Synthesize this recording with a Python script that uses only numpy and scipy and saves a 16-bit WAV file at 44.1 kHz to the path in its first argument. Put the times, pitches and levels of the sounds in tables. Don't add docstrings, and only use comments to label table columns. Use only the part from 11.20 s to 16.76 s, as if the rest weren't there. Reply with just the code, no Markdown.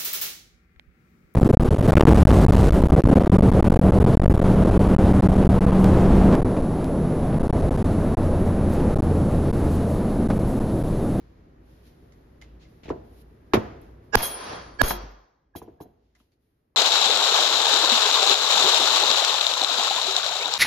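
import sys
import numpy as np
from scipy import signal
from scipy.fft import irfft, next_fast_len
from scipy.io import wavfile

SR = 44100
rng = np.random.default_rng(int(sys.argv[2]) if len(sys.argv) > 2 else 0)


def materialize(psi):
    bounded = np.clip(np.atleast_2d(psi).T, -1, 1)
    quanta = np.round(bounded * 32767).astype(np.int16)
    wavfile.write(sys.argv[1], SR, quanta)


def invert_db(x):
    u = np.asarray(x, float) / 20
    return 10 ** u


N = 245195


def unit(x):
    return x / np.sqrt(np.mean(x ** 2) + 1e-20)


def at_hz(points, hz):
    table_hz, value = np.transpose(points)
    return np.interp(np.log(hz), np.log(table_hz), value)


def band(x, low_hz, high_hz, order=2):
    return signal.sosfilt(signal.butter(order, [low_hz, high_hz], "band", fs=SR, output="sos"), x)


def ring(clicks, hz, t60):
    r, w = invert_db(-60 / (t60 * SR)), 2 * np.pi * hz / SR
    return signal.lfilter([0, np.sin(w)], [1, -2 * r * np.cos(w), r * r], clicks + 1e-18)


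def add(out, sound, s):
    i = round(s * SR)
    out[:, i:i + sound.shape[1]] += sound[:, :N - i]


def swell(s, level_db, rise_s, t60):
    out, i = np.zeros(N), round(s * SR)
    t = np.arange(min(N - i, int((rise_s + 2 * t60) * SR))) / SR
    fall_db = 60 * np.maximum(t - rise_s, 0) / t60
    out[i:i + len(t)] = np.minimum(t / rise_s, 1) * invert_db(level_db - fall_db)
    return out


def together(envelopes):
    return np.sqrt(sum(e ** 2 for e in envelopes))


# f/Hz, likeness [-1 to 1]
LIKENESS = [(60, 1), (130, 0.92), (290, 0.97), (640, -0.18), (1410, -0.12), (3100, 0.59), (6820, -0.5),
            (15000, 1)]


def coloured(spectrum, from_hz, to_hz):
    size = next_fast_len(N)
    hz = np.maximum(np.arange(size // 2 + 1) * SR / size, 1)
    white = rng.standard_normal((2, len(hz))) + 1j * rng.standard_normal((2, len(hz)))
    mid, side = white * invert_db(at_hz(spectrum, hz))
    alike = np.clip(at_hz(LIKENESS, hz), -1, 1)
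    both = np.sqrt(1 + alike) * mid + np.sqrt(1 - alike) * side * [[1], [-1]]
    inside = (hz > from_hz) & (hz < to_hz)
    power = np.sum(abs(both.mean(axis=0)[inside]) ** 2) * 2 / size ** 2
    return irfft(both, size)[:, :N] / np.sqrt(power)


# t/s, level/dB
GAIN = [(0.0, -0.5), (2.3, 0), (2.42, 4), (2.953, 0.5), (2.962, -24), (3.14, -19), (3.33, 1), (3.615, 2),
        (3.625, -20), (4.15, -20), (4.4, -17.5), (5.56, -18.5)]


def gain_control():
    return invert_db(np.interp(np.arange(N) / SR, *np.transpose(GAIN)))


# f/Hz, level/dB per Hz
AIR = [(15, -33.5), (25, -19), (55, -2), (87, -2.5), (166, -6), (195, -11), (236, -7.5), (354, -8.5),
       (863, -22.5), (1890, -28.5), (4490, -51.5), (6740, -52.5), (8140, -69), (11600, -50), (16000, -79.5)]
# t/s, level/dB, rise/s, t60/s, drone over air/dB
RUMBLE = [
    (2.36, -43, 0.05, 1.5, -17),
    (3.38, -54.5, 0.12, 0.97, 10),
    (3.63, -50, 0.2, 0.35, 4),
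    (4.15, -75, 0.33, 1.1, 15),
]


def hum():
    steady = invert_db(-51.5) * gain_control()
    air = together([steady] + [swell(*row[:4]) for row in RUMBLE])
    low = [swell(s, db + drone_db, rise, t60) for s, db, rise, t60, drone_db in RUMBLE]
    low = together([steady] + low)
    drone = unit(ring(rng.standard_normal(N), 57, 0.86))
    return air * invert_db(-4.0) * coloured(AIR, 40, 300) + low * invert_db(-4.5) * drone


# t/s, level/dB, rise/s, t60/s, lower treble over upper/dB
RUSTLE = [(0.0, -83, 0.0049, 1.9, 12), (0.4, -75, 0.11, 4.8, 5), (0.62, -69, 0.055, 0.25, 6),
          (0.761, -89, 0.044, 0.55, -16), (0.9, -101, 0.013, 0.12, -13.5), (0.94, -90, 0.011, 2.3, 7),
          (1.39, -89, 0.04, 0.27, 30), (1.47, -77.5, 0.028, 3.1, 5), (1.83, -76, 0.018, 2.7, 2),
          (1.88, -66, 0.14, 0.047, 0.5), (2.25, -87, 0.023, 0.51, 9), (2.611, -62, 0.006, 0.019, -18),
          (2.62, -77, 0.004, 0.73, 5.5), (2.814, -81.5, 0.028, 1.8, 4), (4.7, -76, 0.16, 1.5, 12),
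          (4.96, -59, 0.037, 0.41, 4.5), (5.1, -69.5, 0.024, 0.3, 4), (5.18, -67, 0.049, 1.9, 0)]


def rustle():
    cloth_db, cloth_lower_db = -96, 15
    upper = together([invert_db(cloth_db)] + [swell(*row[:4]) for row in RUSTLE])
    lower = [swell(s, db + lower_db, rise, t60) for s, db, rise, t60, lower_db in RUSTLE]
    lower = together([invert_db(cloth_db + cloth_lower_db)] + lower)
    white = rng.standard_normal((3, N))
    white = 0.27 * white[0] + 1.7 * white[1:]
    upper_hiss = unit(band(white, 9200, 13500, order=4))
    lower_hiss = unit(band(white, 1600, 5300))
    return gain_control() * (upper * upper_hiss + lower * invert_db(-1.0) * lower_hiss)


def tail(gain, treble_gain, colour, level_range_hz, lines=()):
    noise = coloured(colour, *level_range_hz)
    body = signal.sosfilt(signal.butter(2, 2300, fs=SR, output="sos"), noise)
    treble = unit(band(noise, 2300, 11000, order=3))
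    for hz, level_db in lines:
        treble += invert_db(level_db + 9) * unit(ring(noise[0], hz, 0.25))
    return gain * body + invert_db(3.0) * treble_gain * treble


# t/s, level/dB, treble/dB, slow part/dB
WOOD_TAIL = [(1.215, -62.5, 4, -12.5), (1.633, -54.5, -2.5, -5.5), (1.655, -44.5, -9.5, -20),
             (1.681, -38.5, -16, -31), (1.709, -27, -42, -14.5), (2.353, -21.5, -18, -14),
             (2.371, -22, -31, -28), (4.358, -38, -14.5, -18.5), (4.422, -47, -37, -8.5),
             (4.484, -49, -34, -10), (4.608, -41, -25, -14), (4.658, -55.5, -36, -10.5)]
# f/Hz, level/dB per Hz
WOOD_COLOUR = [(35, -34.5), (60, -1.5), (106, -1.5), (156, -8.5), (460, -3), (552, -14), (664, -7),
               (1080, -22), (1270, -25), (5300, -48), (7800, -57.5), (10100, -84), (17200, -120)]


def wood_tail():
    rise_s, quick_t60_s, slow_t60_s, slow_treble_db = 0.001, 0.1, 0.72, 3.5
    body, treble = [], []
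    for s, db, treble_db, slow_db in WOOD_TAIL:
        quick = swell(s, db, rise_s, quick_t60_s)
        slow = swell(s, db + slow_db, rise_s, slow_t60_s)
        body += [quick, slow]
        treble += [invert_db(treble_db) * quick, invert_db(treble_db + slow_treble_db) * slow]
    return tail(together(body), together(treble), WOOD_COLOUR, (250, 1000))


# t/s, level/dB, treble/dB
ECHO = [
    (2.345, -46.5, -13),
    (2.962, -14.5, 1.5),
    (3.624, -15, -1.5),
]
# t/s, level/dB, treble/dB
REBOUNDS = [
    (2.341, -25.5, -31.5),
    (2.363, -33.5, -27.5),
    (3.027, -12.5, -1.5),
    (3.705, -9.5, -2),
]
# f/Hz, level/dB per Hz
ECHO_COLOUR = [(35, -34), (60, -7.5), (208, -4), (509, 2), (1170, 1), (2540, -9), (3250, -16.5),
               (3520, -15), (5520, -17.5), (6490, -22.5), (7800, -40), (10100, -75), (17200, -120)]
# f/Hz, level/dB
ECHO_LINES = [(1040, -22.5), (1660, -27.5), (3273, -23), (4010, -33.5), (4560, -26), (5090, -30.5),
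              (5630, -28.5), (6335, -32)]


def echo():
    room_rise_s, room_t60_s, room_treble_t60_s = 0.012, 0.75, 0.68
    rebound_rise_s, rebound_t60_s = 0.0035, 0.066
    body, treble = [], []
    for s, db, treble_db in ECHO:
        body.append(swell(s, db, room_rise_s, room_t60_s))
        treble.append(swell(s, db + treble_db, room_rise_s, room_treble_t60_s))
    for s, db, treble_db in REBOUNDS:
        burst = swell(s, db, rebound_rise_s, rebound_t60_s)
        body.append(burst)
        treble.append(burst * invert_db(treble_db))
    return gain_control() * tail(together(body), together(treble), ECHO_COLOUR, (900, 2000), ECHO_LINES)


# t/s, peak level/dB, f/Hz
TICKS = [(0.921, -53.5, 2150), (1.2138, -43, 2080), (1.408, -59, 2560), (1.6395, -47.5, 4000),
         (2.616, -71, 3200), (4.95, -55.5, 2100), (4.999, -62, 3250), (5.1191, -68, 4500)]


def ticks():
    out, t = np.zeros((2, N)), np.arange(SR // 8) / SR
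    for s, peak_db, hz in TICKS:
        grains = rng.standard_normal((2, len(t))) * (0.43 + 3.4 * (rng.random(len(t)) < 0.04))
        grains *= invert_db(-60 * t / 0.14)
        add(out, invert_db(peak_db - 3.5) * (band(grains, 760, 6700) + invert_db(-22.5) * ring(grains, hz, 0.013)), s)
    return out


# t/s, peak level/dB, slap f/Hz, board f/Hz, board level/dB
KNOCKS = [(1.221, -57.5, 2150, 800, 6), (1.682, -44, 513, 292, 10), (1.6912, -33.5, 2200, 503, -3),
          (1.7023, -22, 986, 410, 8), (2.3350, -8.5, 1045, 353, 5), (2.367, -31.5, 905, 330, 15),
          (3.006, -22, 1980, 485, -17.5), (3.027, -33, 1670, 500, -31), (3.7067, -19, 1900, 960, -2),
          (3.835, -40.5, 277, 121, 0), (4.3519, -32.5, 887, 318, -4), (4.417, -34.5, 918, 390, -5),
          (4.445, -59, 800, 398, -14), (4.477, -45, 787, 390, 9), (4.489, -53, 682, 330, 13),
          (4.603, -36.5, 830, 501, 3), (4.613, -42, 903, 400, -17), (4.656, -47.5, 596, 280, 8),
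          (4.958, -60, 2007, 595, -22), (5.002, -57, 1205, 249.3, 0.5), (5.549, -61, 998, 501, -5)]
# f/Hz, level/dB, t60/s
BENCH = [(103.7, -17, 0.083), (150.6, -14.5, 0.21), (214, -17.5, 0.36), (275, -7.5, 0.045),
         (353, -10.5, 0.27), (469, -19, 0.033), (621.4, -7, 0.061), (714, -11.5, 0.19), (910, -12.5, 0.17),
         (998, -14, 0.21), (1317, -15, 0.06), (1665, -2.5, 0.055), (2183, -12.5, 0.05)]


def knocks():
    out, t = np.zeros((2, N)), np.arange(SR // 6) / SR
    tap_s = KNOCKS[4][0]
    for s, peak_db, slap_hz, board_hz, board_db in KNOCKS:
        bench = np.zeros((2, len(t)))
        for (hz, level_db, t60), luck in zip(BENCH, rng.standard_normal((len(BENCH), 2))):
            late = np.maximum(t - 1.2 / hz, 0)
            size = invert_db(level_db + 1.3 * luck[0] - 60 * late / t60) / (1 + (hz / slap_hz) ** 4)
            balance = invert_db(3.6 * luck[1] * np.array([[1], [-1]]))
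            bench += balance * size * np.sin(2 * np.pi * hz * late)
        slap = np.sin(2 * np.pi * slap_hz * t) * np.sin(np.pi * np.minimum(t * slap_hz / 3.0, 1))
        swings = (t - 0.0035) * board_hz
        board = np.sin(2 * np.pi * swings) * np.sin(np.pi * np.clip(swings / 2.4, 0, 1)) ** 0.52
        puff_db = -16 + 3 * np.log2(slap_hz / 1000) + 15 * (s == tap_s)
        puff = band(rng.standard_normal((2, len(t))), 500, min(3 * slap_hz, 7000)) * invert_db(-60 * t / 0.096)
        knock = 0.5 * bench + 0.95 * slap + 0.81 * invert_db(board_db) * board + invert_db(puff_db) * puff
        add(out, invert_db(peak_db) * knock, s)
    return out


def jolt(s, drive_db, rise_s, t60, lasts_s):
    over = np.maximum(np.arange(N) / SR - s - lasts_s, 0)
    settle_t60_s = 0.04
    return swell(s, drive_db, rise_s, t60) * invert_db(-60 * np.minimum(over, 1) / settle_t60_s)


PORT_LAG = 7
# t/s, drive level/dB, rise/s, t60/s, lasts/s
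RATTLE = [(2.339, -31, 0.0053, 0.048, 0.06), (2.37, -63.5, 0.011, 0.45, 0.099),
          (2.964, -34.5, 0.015, 0.79, 0.093), (3.021, -24.5, 0.0094, 0.28, 0.11),
          (3.627, -38, 0.0087, 0.64, 0.081), (3.64, -26, 0.061, 0.16, 0.13),
          (4.352, -42, 0.014, 0.16, 0.04), (4.419, -60.5, 0.006, 0.099, 0.026),
          (4.393, -76, 0.012, 0.81, 0.22), (4.601, -52.5, 0.011, 0.4, 0.033),
          (4.633, -78, 0.012, 0.6, 0.14)]
STEEL_HZ = [3274, 4010, 5090, 6335, 6650, 9800, 10035, 10800, 11238, 11850, 12410, 13033, 13182, 13490,
            14830, 15100, 9400, 2110, 5660]
STEEL_DB = [0, -5, -16.5, -4, -3.5, -6, -4, 1, -0.5, -4, -8.5, 1.5, -6, -1.5, -8.5, -6]


def rattle():
    drive = together(jolt(*row) for row in RATTLE)
    heights = invert_db(4.0 * np.minimum(rng.exponential(1, N), 4))
    sizes = unit(heights * rng.choice([-1, 1], N))
    dealt = rng.integers(0, 120, N)
    out = np.zeros((2, N))
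    lucks = rng.standard_normal(len(STEEL_HZ))
    for k, (hz, level_db, luck) in enumerate(zip(STEEL_HZ, STEEL_DB, lucks)):
        strikes = invert_db(-14.0) * drive * sizes * (dealt == k)
        out += invert_db(level_db + 3.0 * luck * np.array([[1], [-1]])) * ring(strikes, hz, 0.05)
    white = rng.standard_normal((3, N))
    contacts = white[0] + 0.3 * sizes
    white = 0.4 * white[1:] + [np.roll(contacts, PORT_LAG), contacts]
    hiss = unit(band(white, 9600, 13600, order=3)) + invert_db(-4.5) * unit(band(white, 3300, 5600))
    return out + invert_db(-8) * drive * hiss


# t/s, level/dB, f/Hz
CLINKS = [(1.222, -48.5, 2110), (1.452, -57, 2110), (2.967, -44.5, 14830), (2.971, -37.5, 3274),
          (3.03, -53, 11850), (3.02, -30.5, 9800), (3.028, -28.5, 10800), (3.028, -24.5, 11238),
          (3.029, -26, 13033), (3.031, -30, 14830), (3.034, -27.5, 3274), (3.04, -32.5, 10035),
          (3.064, -32, 12410), (3.633, -29.5, 10800), (3.66, -36.5, 3274), (3.642, -35.5, 10035),
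          (3.668, -42.5, 14830), (3.657, -31.5, 13490), (3.645, -41.5, 6650), (3.681, -31, 11238),
          (3.682, -28.5, 10800), (3.69, -29, 12410), (3.72, -66, 11850), (4.363, -53, 11238),
          (4.364, -52, 13033), (4.36, -44, 9400), (4.366, -65.5, 3274), (4.365, -64, 5660),
          (4.612, -69.5, 3274), (4.616, -71, 4010)]
STEEL_T60_S = [0.28, 0.35, 0.3, 0.2, 0.25, 0.8, 0.33, 0.09, 0.09, 0.8, 0.09, 0.07, 0.11, 0.14, 0.25, 0.2,
               0.2, 0.075, 0.45]


def clinks():
    laid_down_s, laid_down_damping = 4.2, 0.58
    out, t = np.zeros((2, N)), np.arange(SR * 3 // 5) / SR
    for (s, level_db, near_hz), luck in zip(CLINKS, rng.standard_normal((len(CLINKS), 64))):
        hz, t60 = min(zip(STEEL_HZ, STEEL_T60_S), key=lambda mode: abs(mode[0] - near_hz))
        if s > laid_down_s:
            t60 *= laid_down_damping
        lag = np.array([[0], [2 * np.pi * hz * PORT_LAG / SR * (hz > 6000) + 0.4 * luck[3]]])
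        twin = 0.18 * np.sin(2 * np.pi * (hz + 30 * luck[0]) * t + luck[1] + lag)
        pair = np.sin(2 * np.pi * hz * t + lag) + twin
        flutter_db = 3.5 * np.interp(t * 95, np.arange(60), luck[4:])
        fade = np.minimum(t / 0.0011, 1) * np.maximum(1 - t / 1.0, 0) ** 0.5
        add(out, invert_db(level_db + flutter_db - 60 * t / t60) * fade * pair, s)
    return out


# t/s, level/dB
FAINT_SWELLS = [
    (2.336, -51),
    (4.3563, -53),
    (4.605, -64),
]


def faint_swells():
    out, ahead = np.zeros((2, N)), np.arange(-800, 0) / SR
    for s, level_db in FAINT_SWELLS:
        growth = (1 + ahead * SR / 800) ** 0.65
        tone = growth * np.sin(2 * np.pi * 1652 * ahead) * [[0.1], [1.5]]
        add(out, invert_db(level_db) * tone, s - 800 / SR)
    return out


# t/s, crack level/dB, level of the swell ahead/dB, growth of the swell/dB per ms
BLOWS = [
    (2.955, -4, -8.5, 1.8),
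    (3.6170, -7.5, -9, 3),
]
# lurch height [full scale], lurch delay/s, sway level/dB
LURCHES = [
    (-0.13, 0.0066, -44),
    (0.17, 0.015, -28.5),
]
# f/Hz, level/dB
SWELL_TONES = [
    [(446, -4), (837.3, -3), (1051, -3.5), (1512, -18), (1651, 1.5), (2820, -23), (2624, -26.5),
     (5040, -22), (5560, -23), (6800, -24.5)],
    [(400, -13.5), (990, -17.5), (1325, -16.5), (1651, 1), (1682.4, 2), (2300, -22.5), (3200, -24),
     (4500, -20), (4750, -29), (5530, -32), (7560, -29.5)],
]


def swell_ahead(before, growth, tones):
    grown = invert_db(-growth * 1000 * before)
    noise = unit(band(rng.standard_normal((2, len(before))), 150, 1500))
    ahead = invert_db(2.5) * (grown + 0.04) * noise * [[0.7], [1.1]]
    ahead[0] = band(ahead[0], 100, 1100)
    for (hz, level_db), phase in zip(tones, rng.uniform(0, 2 * np.pi, (len(tones), 2))):
        left = 0.9 if hz < 1000 else 0.12 if hz < 5000 else 0.7
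        steady = 0.3 if hz > 2000 else 0.12 if hz > 1500 else 0.02
        tone = np.sin(2 * np.pi * hz * before + phase[:, None])
        ahead += invert_db(level_db) * (grown + steady) * tone * [[left], [1.6]]
    return ahead


def blows():
    recoil_start_hz, recoil_end_hz, recoil_fall_s = 1950, 235, 0.0007
    out, t = np.zeros((2, N)), np.arange(SR // 2) / SR
    before = t[:1764][::-1]
    for blow, (height, delay_s, sway_db), tones in zip(BLOWS, LURCHES, SWELL_TONES):
        s, crack_db, swell_db, growth = blow
        start = invert_db(swell_db) * np.clip((0.034 - before) / 0.015, 0, 1) ** 2
        add(out, swell_ahead(before, growth, tones) * start, s - 0.04)
        snap = (1 - t / 0.00022) * (t < 0.00044) * [[1.6], [0.8]]
        spray = band(rng.standard_normal((2, len(t))), 1100, 0.35 * SR)
        spray = spray * (invert_db(-60 * t / 0.004) + invert_db(-25 - 60 * t / 0.029))
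        fall = recoil_fall_s * (1 - np.exp(-t / recoil_fall_s))
        turns = recoil_end_hz * t + (recoil_start_hz - recoil_end_hz) * fall
        recoil = 0.19 * np.sin(2 * np.pi * turns) * invert_db(-60 * t / 0.038) * (t < 0.02)
        late = np.maximum(t - delay_s, 0) / 0.0052
        lurch = height * late ** 3.9 * np.exp(2.7 * (1 - late))
        sway = invert_db(sway_db - 60 * (t / 0.59) ** 2) * (t < 0.44) * np.minimum(t / 0.18, 1)
        sway = sway * np.sin(2 * np.pi * 48 * t)
        boom = invert_db(-20.5 - 60 * t / 0.12) * np.sin(2 * np.pi * 115 * t)
        add(out, invert_db(crack_db) * (snap + spray) + recoil + lurch + sway + boom, s)
    return out


def scene():
    workshop = hum() + rustle() + wood_tail() + echo()
    bench = ticks() + knocks() + rattle() + clinks()
    return workshop + bench + faint_swells() + blows()


def band_limit(x):
    return signal.sosfilt(signal.butter(12, 16670, fs=SR, output="sos"), x)


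def record(dry):
    x = signal.sosfilt(signal.butter(3, [7500, 9100], "bandstop", fs=SR, output="sos"), dry)
    x = signal.sosfilt(signal.butter(1, 7.0, "high", fs=SR, output="sos"), x)
    x = signal.sosfilt(signal.cheby2(10, 60, 16300, fs=SR, output="sos"), x)
    return band_limit(np.tanh(x))


dry = scene()
out = record(dry)
materialize(out)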